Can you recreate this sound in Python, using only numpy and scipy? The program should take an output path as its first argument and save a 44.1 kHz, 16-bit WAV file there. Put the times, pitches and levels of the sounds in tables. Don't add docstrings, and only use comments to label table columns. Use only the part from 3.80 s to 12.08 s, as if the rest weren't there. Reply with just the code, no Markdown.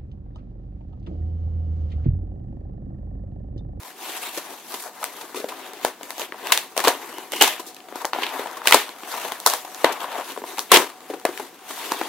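import sys
import numpy as np
from scipy import signal
from scipy.fft import rfft, irfft, next_fast_len
from scipy.io import wavfile
from scipy.ndimage import uniform_filter1d, map_coordinates

SR = 44100
rng = np.random.default_rng(int(sys.argv[2]) if len(sys.argv) > 2 else 0)


def wav_out(sig):
    wavfile.write(sys.argv[1], SR, np.round(np.clip(np.atleast_2d(sig).T, -1, 1) * 32767).astype(np.int16))


N = 365148

# (frequency [Hz], relative density [dB])
HISS_SPECTRUM = [(30, -45), (90, -4), (270, 7), (530, 1), (760, 4), (1320, -4), (2500, -9), (4500, -9.5),
                 (8000, -14.5), (12600, -35), (16000, -9)]
# (frequency [Hz], correlation [-1..1])
STEREO_LIKENESS = [(60, -1.3), (150, 0.84), (500, 1), (1500, 0.83), (3000, 0.56), (6000, 0.11),
                   (14000, 0.16)]
# (low edge [Hz], high edge [Hz], room level [dB], room T60 [s])
PART_BANDS = [(526, 1230, -9, 0.22), (197, 542, -10.5, 0.2), (1500, 5860, -7.5, 0.28),
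              (4930, 24400, -9, 0.21)]
# (frequency [Hz], width [Hz], relative level [dB])
BOX_MODES = [(274.5, 85, -3.5), (411, 103, 4.5), (520, 140, 3.5), (610, 139, 4), (733, 237, 0),
             (988, 186, 2), (1296, 480, -2), (1600, 422, 4.5), (2074, 1180, 3), (2860, 933, 4.5),
             (3620, 746, 2.5), (4470, 850, -1), (5480, 2400, -3), (7340, 8000, -7), (12830, 8400, -11)]
# (delay [ms], level [dB])
NEAR_ECHOES = [(1.9, -33), (3.4, -20.5), (8.2, -16), (14.7, -21)]
# (time [s], level [dB])
CREAK_LEVELS = [(3.32, -72), (3.336, -54), (3.365, -43), (3.43, -50), (3.46, -72), (3.51, -62),
                (3.53, -32.5), (3.601, -36), (3.617, -11.5), (3.66, -70)]
# (panel, hollow, crack, fibre) levels [dB]
REST_DB = [-55.5, -54, -67, -58.5]
# (full strength from [s], rise [s], hold [s], fall [s],
# panel [dB], hollow [dB], crack [dB], fibre [dB])
STROKES = [(0.06, 0.23, 0.0083, 0.1, -44.5, -57, -45.5, -43),
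           (0.233, 0.089, 0.26, .5, -39, -44.5, -38, -37.5), (0.683, .2, .03, 0.18, -43.5, -51, -50.5, -48),
           (0.904, 0.091, 0.05, 0.17, -41.5, -48, -44, -39), (1.0, 0.061, .04, 0.067, -53, -60, -50, -40),
           (1.046, 0.035, 0.02, 0.055, -36, -62, -45, -41),
           (1.212, 0.094, 0.017, 0.12, -36, -54, -46.5, -41),
           (1.37, 0.27, 0.029, 0.23, -41, -45, -45, -42.5),
           (1.586, 0.22, 0.12, 0.16, -42.5, -42, -50, -48.5),
           (1.765, .1, 0.16, 0.37, -41.5, -45.5, -44.5, -48),
           (2.045, 0.066, 0.0096, 0.092, -38, -36, -38, -37),
           (2.236, 0.074, 0.083, 0.31, -45, -50, -49, -47),
           (2.403, 0.066, 0.039, 0.042, -38, -39, -37.5, -37.5),
           (2.664, 0.14, 0.04, 0.057, -32.5, -37.5, -37, -40.5),
           (2.744, .02, 0.05, 0.16, -39.5, -43, -46, -41), (2.971, .012, 0.0087, .05, -27.5, -38, -30, -31),
           (3.061, 0.075, 0.0062, 0.11, -26.5, -28, -27, -32.5),
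           (3.15, .05, 0.098, 1, -39.5, -43, -45.5, -45), (3.526, 0.01, 0.062, .05, -38.5, -36, -44, -35),
           (3.615, 0.019, 0.034, 0.14, -27.5, -35, -22.5, -25.5),
           (4.164, 0.061, 0.048, 0.061, -36, -46, -42.5, -43),
           (4.334, 0.0084, 0.12, 0.14, -34, -40, -36, -42), (4.523, .12, 0.015, 0.59, -31, -38, -38, -40.5),
           (4.876, 0.034, .05, 0.16, -25.5, -36, -26.5, -28), (5.312, 0.17, 0.14, 0.3, -33, -42, -37, -37),
           (5.667, 0.032, 0.073, 0.14, -33.5, -48, -33, -31.5),
           (6.04, 0.33, .01, 0.018, -37, -44, -41.5, -40.5),
           (6.055, 0.011, 0.039, 0.14, -25.5, -33, -36.5, -44),
           (6.158, .03, 0.084, 0.084, -34, -45, -41.5, -43.5),
           (6.325, 0.15, 0.075, 0.069, -30.5, -43, -38, -41),
           (6.448, 0.066, 0.069, 0.19, -40, -42, -41.5, -41.5),
           (6.673, 0.086, 0.016, 0.45, -41, -43, -42, -41),
           (6.927, 0.019, 0.043, 0.015, -18.5, -20, -14, -23),
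           (6.974, .02, 0.0081, 0.13, -24, -27, -30, -29.5), (7.295, 0.16, .02, 0.27, -44, -43, -48, -48.5),
           (7.534, 0.15, .09, 0.18, -42, -44.5, -45.5, -44.5),
           (7.898, 0.064, 0.095, 0.6, -40.5, -51, -43, -39.5), (8.05, 0.27, .2, .2, -36.5, -39, -36, -40)]
# (time [s], panel [dB], hollow [dB], crack [dB], fibre [dB],
# burst 1/e time [ms], panel swing [Hz])
SNAPS = [(0.573, -26, -30, -30.5, -25.5, 14, 515), (0.9399, -29.5, -30.5, -29, -27, 8.5, 1005),
         (1.2295, -26, -49, -42, -40, 2.4, 884), (1.2414, -22, -52, -11, -8.5, 0.55, 1020),
         (1.41, -32, -40, -35, -32.5, 9.5, 910), (1.5448, -28.5, -26.5, -43, -35, 6.1, 1000),
         (1.5551, -40, -29.5, -35, -31.5, 36, 1217), (1.5984, -52, -24, -39, -35, 8.3, 1080),
         (1.6423, -34, -17, -49, -50, 1.3, 523), (1.6855, -34, -44, -32.5, -32, 13, 587),
         (1.7223, -28, -39, -52, -48, 4.8, 990), (1.9338, -34, -31, -35, -29, 2, 920),
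         (2.0484, -7, -16.5, -14.5, -11, 2, 650), (2.2106, -28, -37, -37, -52, 1.5, 606),
         (2.231, -39, -35, -29.5, -26.5, 2.4, 790), (2.3049, -28, -55, -25.5, -20, 1.8, 810),
         (2.381, -25, -40, -25, -20, 0.74, 770), (2.3956, -24.5, -41, -28, -22, 1.7, 584),
         (2.4164, -22, -49, -19, -36, 1.4, 656), (2.5224, -20.5, -28, -27, -47, 0.77, 1590),
         (2.5435, -26.5, -50, -50, -51, 1.8, 930), (2.6702, -29, -53, -22, -21, 2, 830),
         (2.7202, -13.5, -33, -7, -4.5, 6.6, 1040), (2.775, -18, -37, -11.5, -9.5, 1.6, 1150),
         (2.9657, -18, -54, -24, -22, 1.5, 656), (2.9772, -18, -31.5, -14, -7.5, 1.04, 560),
         (2.9926, -13.5, -36, -18, -33, 1, 1260), (3.0012, -24, -26, -23, -19.5, 4.8, 1020),
         (3.0395, -16, -27, -21, -16.5, 3.5, 910), (3.0455, -16.5, -29, -18.5, -20, 10, 1000),
         (3.0721, -8, -27, -14, -17, 8.1, 517), (3.0803, -9, -19, -19, -7.5, 2.8, 980),
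         (3.087, -14, -36, -18, -12, 1.6, 696), (3.104, -17, -39, -31, -37, 0.93, 513),
         (3.3831, -24, -28.5, -44, -28, 2, 895), (3.52, -27, -29, -17, -17, 1.3, 1020),
         (3.533, -23.5, -30, -24, -27, 5, 513), (3.5584, -35, -32, -32, -29, 11, 990),
         (3.6104, -13, -15.5, -8, -10.5, 7.3, 790), (3.6217, -6, -13, -6, 1, 3.35, 740),
         (3.635, -22.5, -25, -16, -36, 12, 790), (3.6757, -22, -32, -18, -15.5, 5.6, 820),
         (3.7952, -30.5, -31, -48, -30, 10, 977), (3.862, -51, -45.5, -55, -36, 38, 760),
         (3.9458, -52, -58, -58, -32, 1.5, 1040), (3.9645, -57, -60, -35.5, -38, 4.2, 560),
         (4.003, -55, -64, -39, -52, 2.3, 730), (4.085, -33.5, -41, -41, -45, 3.3, 626),
         (4.124, -27, -26, -44, -51, 1.1, 1060), (4.1565, -25, -26, -40, -29, 3.2, 930),
         (4.2145, -29.5, -53, -44, -34, 8.8, 930), (4.247, -12.5, -27, -26, -29, 1.3, 820),
         (4.252, -16, -30, -27, -14.5, 1.9, 790), (4.3328, -11, -37, -16, -42, 1.5, 1040),
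         (4.349, -18, -33, -38, -45, 1.1, 800), (4.361, -18, -43, -38, -42, 2, 810),
         (4.386, -17.5, -27, -43, -44, 3.2, 790), (4.4208, -26, -28, -30, -42, 6.1, 960),
         (4.43, -32, -32, -20, -31, 12, 990), (4.465, -39, -42, -21, -34, 2.8, 990),
         (4.491, -38, -42, -26, -33, 1.4, 990), (4.5943, -34, -17, -41, -47, 1.7, 645),
         (4.6593, -20, -32, -37, -49, 2.2, 850), (4.7682, -30.5, -45, -42, -35, 12, 1065),
         (4.818, -21, -49, -45, -42, 0.85, 1050), (4.856, -18.5, -41, -33, -27, 4.3, 850),
         (4.8721, -12.5, -14.5, -5, -3.5, 2.5, 1625), (4.882, -20, -42, -30, -10, 1.7, 1570),
         (4.9095, -12, -42, -22, -13, 1.9, 1050), (4.9227, -5, -30, 4.5, -3.5, 2.7, 1030),
         (4.934, -18, -35, -21, -7, 1.3, 1010), (4.943, -2.5, -4, -40, -3, 5.3, 1006),
         (5.0911, -31.5, -34, -23.5, -28, 1.3, 1590), (5.2332, -35, -30.5, -40, -60, 2.5, 1000),
         (5.3398, -22.5, -42, -43, -43, 4.5, 910), (5.5194, -19.5, -30, -21.5, -22, 2.7, 1040),
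         (5.601, -34, -50, -58, -23, 1.8, 1120), (5.6619, -5.5, -28, -16, -1.5, 3.6, 900),
         (5.6704, -14.5, -21, -46, -14.5, 7.3, 1236), (5.6992, -35, -45, -42, -12, 1.8, 860),
         (5.736, -13.5, -33, -52, -13, 1.9, 1070), (5.8478, -29.5, -34, -37, -34, 5.8, 714),
         (5.946, -44, -55, -35, -24, 1.2, 1100), (6.0439, -2, -6.5, -8, -13, 3.37, 683),
         (6.122, -44, -43, -31, -25.5, 9.2, 900), (6.2026, -38, -42, -30, -36, 6.9, 890),
         (6.2424, -23, -37, -36, -44, 4.1, 1050), (6.3812, -40, -22.5, -47, -47, 2.1, 960),
         (6.3974, -25, -42, -49, -50, 5.2, 930), (6.504, -48, -50, -27, -40, 1.3, 1590),
         (6.52, -38, -50, -45, -30, 2, 670), (6.5636, -26, -39, -37, -46, 1.4, 880),
         (6.5757, -21, -20.5, -43, -42, 1.4, 900), (6.6188, -29, -25, -51, -55, 1.4, 710),
         (6.6393, -21, -29, -48, -44, 1.2, 750), (6.7733, -33, -43, -26, -34, 1.5, 930),
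         (6.7813, -22.5, -28, -26, -25.5, 5.5, 950), (6.7924, -21, -28, -26, -6, 0.66, 1060),
         (6.9168, -0.5, -3, -3.5, 0.5, 4.8, 1000), (6.9398, -18, -8, -15, -5, 7, 645),
         (6.96, -16, -20, -5.5, -12, 3.8, 1030), (6.97, -10.5, -7.5, -28, -8, 5, 950),
         (6.9974, -25, -15.5, -37, -35, 3, 1130), (7.004, -28, -29, -37, -32, 2.3, 1310),
         (7.205, -37, -60, -39, -39, 2.4, 1040), (7.2992, -40, -21.5, -42, -46, 8.7, 860),
         (7.336, -31, -23, -42, -46, 10.4, 730), (7.398, -45, -55, -42, -33, 1.8, 900),
         (7.4513, -9.5, -11.5, -19, -18.5, 3.8, 650), (7.4896, -39, -17.5, -46, -41, 1.4, 585),
         (7.575, -31, -55, -27, -30, 2.4, 1660), (7.5965, -25, -26.5, -38, -34, 7.3, 880),
         (7.6273, -45, -29, -49, -52, 3.2, 760), (7.905, -32, -33, -37, -43, 6.3, 1140),
         (8.1191, -12.5, -16, -26, -17.5, 3.1, 940), (8.2128, -15, -15.5, -27, -40, 3.5, 750)]
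# (panel, hollow, crack, fibre) [dB]
SMALL_OVER_DB = [4, 0, 5, 5]

HUM_HZ, HUM_WIDTH_HZ, HUM_DB = 745, 26, -55
TOP_HZ = 16000
FADE_DB = 19
AIR_HZ, AIR_WIDTH_HZ, AIR_GAIN = 12500, 1800, 0.69
PATCHY_DB = 1.8
SMALL_PER_S, SMALL_SCATTER_DB = 14, 2.2
SNAP_PAN_DB, PAN_SCATTER_DB = (4, 1.1), 0.9
HOLLOW_HZ, HOLLOW_RISES_OCT = 397, 0.15


def amp(db):
    return 10 ** (np.asarray(db) / 20)


def unit(x):
    return x / np.sqrt(np.mean(x ** 2) + 1e-20)


def along(points, hz):
    f, values = np.transpose(points)
    return np.interp(np.log(hz + 1), np.log(f + 1), values)


def wobble(knots_per_s):
    knots = rng.standard_normal(int(N * knots_per_s / SR) + 4)
    return map_coordinates(knots, [np.arange(N) * knots_per_s / SR])


def filtered(x, response):
    m = next_fast_len(N + SR // 4)
    return irfft(rfft(x, m) * response(np.fft.rfftfreq(m, 1 / SR)), m)[..., :N]


def resonance(f, hz, width_hz):
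    return 1j * f * width_hz / (hz * hz - f * f + 1j * f * width_hz)


def stereo_noise():
    def mid_side(f):
        angle = np.arccos(np.clip(along(STEREO_LIKENESS, f), -1, 1)) / 2
        return np.array([np.cos(angle), np.sin(angle)])
    mid, side = filtered(rng.standard_normal((2, N)), mid_side)
    return unit(np.array([mid + side, mid - side]))


def side_gains(low_db, high_db):
    half = np.array([low_db, low_db, high_db, high_db]) / 2
    return amp(np.stack([half, -half], axis=1))


def background():
    hiss = unit(filtered(stereo_noise(), lambda f: amp(along(HISS_SPECTRUM, f))))
    hum = unit(filtered(rng.standard_normal(N), lambda f: resonance(f, HUM_HZ, HUM_WIDTH_HZ) ** 2))
    return amp(-50) * hiss + amp(HUM_DB + 3 * wobble(5)) * hum


def bedroom(force):
    late_power = np.pad(force ** 2, ((0, 0), (0, 0), (260, 0)))[..., :N]
    answers = []
    for (_, _, room_db, t60_s), power in zip(PART_BANDS, late_power):
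        keep = amp(-120 / (t60_s * SR))
        lingering = signal.lfilter([1 - keep], [1, -keep], power)
        answers.append(amp(room_db) * np.sqrt(lingering))
    return np.array(answers)


def stroke_levels():
    t = np.arange(0, N, 64) / SR
    power = amp(REST_DB)[:, None] ** 2 * np.ones_like(t)
    for s, rise, hold, fall, *db in STROKES:
        before = (s - t) / max(rise, 0.003)
        after = (t - s - abs(hold)) / max(fall, 0.003)
        lost_db = FADE_DB * np.maximum(0, np.maximum(before, after))
        power = power + amp(np.array(db)[:, None] - lost_db) ** 2
    return np.array([np.interp(np.arange(N) / SR, t, 10 * np.log10(p)) for p in power])


def patchy(x, patchy_db):
    z = signal.stft(x, nperseg=256)[2]
    field = uniform_filter1d(rng.standard_normal(z.shape[1:]), size=4, axis=0)
    field = uniform_filter1d(field, size=10, axis=1)
    return unit(signal.istft(z * amp(patchy_db * unit(field)), nperseg=256)[1][:, :N])


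def rubbing(levels):
    ticks = (rng.random(N) < 150 / SR) * amp(1.8 * rng.standard_normal(N))
    ticks = signal.lfilter([1], [1, -np.exp(-1 / (SR * 0.0014))], ticks)
    flutter_db = 1.2 * wobble(35) + 0.78 * wobble(140)
    grain = [unit(amp(flutter_db + 0.3 * wobble(70)) * (1 + tick_share * ticks))
             for tick_share in (0.4, 0.053, 0.44, 0.45)]
    return (amp(levels) * grain)[:, None] * side_gains(5.5, 1.5)[..., None]


def creak():
    level_db = np.interp(np.arange(N) / SR, *np.transpose(CREAK_LEVELS))
    slips = amp(level_db + 2.5 * wobble(110))

    def flap(f):
        return resonance(f, 2930, 430) ** 2 - 0.45 * resonance(f, 2150, 350) ** 2
    return slips * unit(filtered(rng.standard_normal(N), flap))


def small_snaps(levels):
    rows = rng.standard_normal((int(SMALL_PER_S * N / SR), 7))
    at = rng.integers(0, N, len(rows))
    scatter_db = SMALL_SCATTER_DB * (rows[:, :4] + rows[:, 4:5])
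    db = levels[:, at].T + SMALL_OVER_DB + scatter_db
    burst_ms = 1.6 * np.exp(0.7 * rows[:, 5])
    panel_hz = 870 * np.exp(0.22 * rows[:, 6])
    return np.c_[at / SR, db, burst_ms, panel_hz]


def snaps(levels):
    force, swing = np.zeros((4, 2, N + SR)), np.zeros((2, N + SR))
    ms = np.arange(SR // 12) * 1000 / SR
    for s, panel, hollow, crack, fibre, burst_ms, panel_hz in [*SNAPS, *small_snaps(levels)]:
        rise_oct = HOLLOW_RISES_OCT * (hollow + 25) / 10 + 0.15 * rng.standard_normal()
        hz = np.array([[panel_hz], [HOLLOW_HZ * 2 ** rise_oct]])
        lengths_ms = np.r_[np.maximum(burst_ms, 1400 / hz), [[burst_ms], [burst_ms]]]
        attack = 1 - np.exp(-ms / (0.055 * lengths_ms + 0.018))
        shape = attack * np.exp(-(ms / lengths_ms) ** 2.26)
        size = amp(np.array([panel, hollow, crack, fibre]))
        pan_db = SNAP_PAN_DB + PAN_SCATTER_DB * rng.standard_normal(2)
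        push = (size[:, None] * side_gains(*pan_db))[..., None] * shape[:, None]
        drift = 0.1 * np.cumsum(rng.standard_normal((2, len(ms))), axis=1)
        tones = np.sin(2 * np.pi * hz * ms / 1000 + drift)
        start = round(s * SR)
        force[..., start:][..., :len(ms)] += push
        swing[:, start:][:, :len(ms)] += (push[:2] * tones[:, None]).sum(axis=0)
    return force[..., :N], np.sqrt(2) * swing[:, :N]


def part_responses(f):
    modes = sum((-1) ** k * amp(db) * resonance(f, hz, width_hz)
                for k, (hz, width_hz, db) in enumerate(BOX_MODES))
    echoes = sum(amp(db) * np.exp(-2j * np.pi * f * ms / 1000) for ms, db in NEAR_ECHOES)

    def low_pass(u):
        return 1 / (1 - u * u + 1j * np.sqrt(2) * u)
    bands = np.array([((f / low) ** 2 * low_pass(f / low) * low_pass(f / high)) ** 2
                      for low, high, *_ in PART_BANDS])
    heard = modes * (1 + echoes) * bands
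    return (heard / np.sqrt(np.mean(np.abs(heard) ** 2, axis=1, keepdims=True)))[:, None]


def box():
    levels = stroke_levels()
    blows, swing = snaps(levels)
    noise_share = np.reshape([0.53, 0.49, 1.0, 0.83], (4, 1, 1))
    skin = filtered(patchy(stereo_noise(), PATCHY_DB),
                    lambda f: 1 + AIR_GAIN * np.abs(resonance(f, AIR_HZ, AIR_WIDTH_HZ)))
    swing = filtered(swing, lambda f: (1j * f / (160 + 1j * f)) ** 4)
    shaking = noise_share * blows * stereo_noise()
    shaking = shaking + rubbing(levels) * skin
    shaking = shaking + bedroom(blows) * stereo_noise()
    return swing + filtered(shaking, part_responses).sum(axis=0)


def scene():
    return box() + creak() + background()


def record(dry):
    x = np.clip(filtered(dry, lambda f: (1j * f / (130 + 1j * f)) ** 2), -1, 1)

    def band_limit(f):
        return np.clip((TOP_HZ - f) / 300, 0.2, 1) * (f < 16400)
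    return np.clip(filtered(x, band_limit), -1, 1)


dry = scene()
out = record(dry)
wav_out(out)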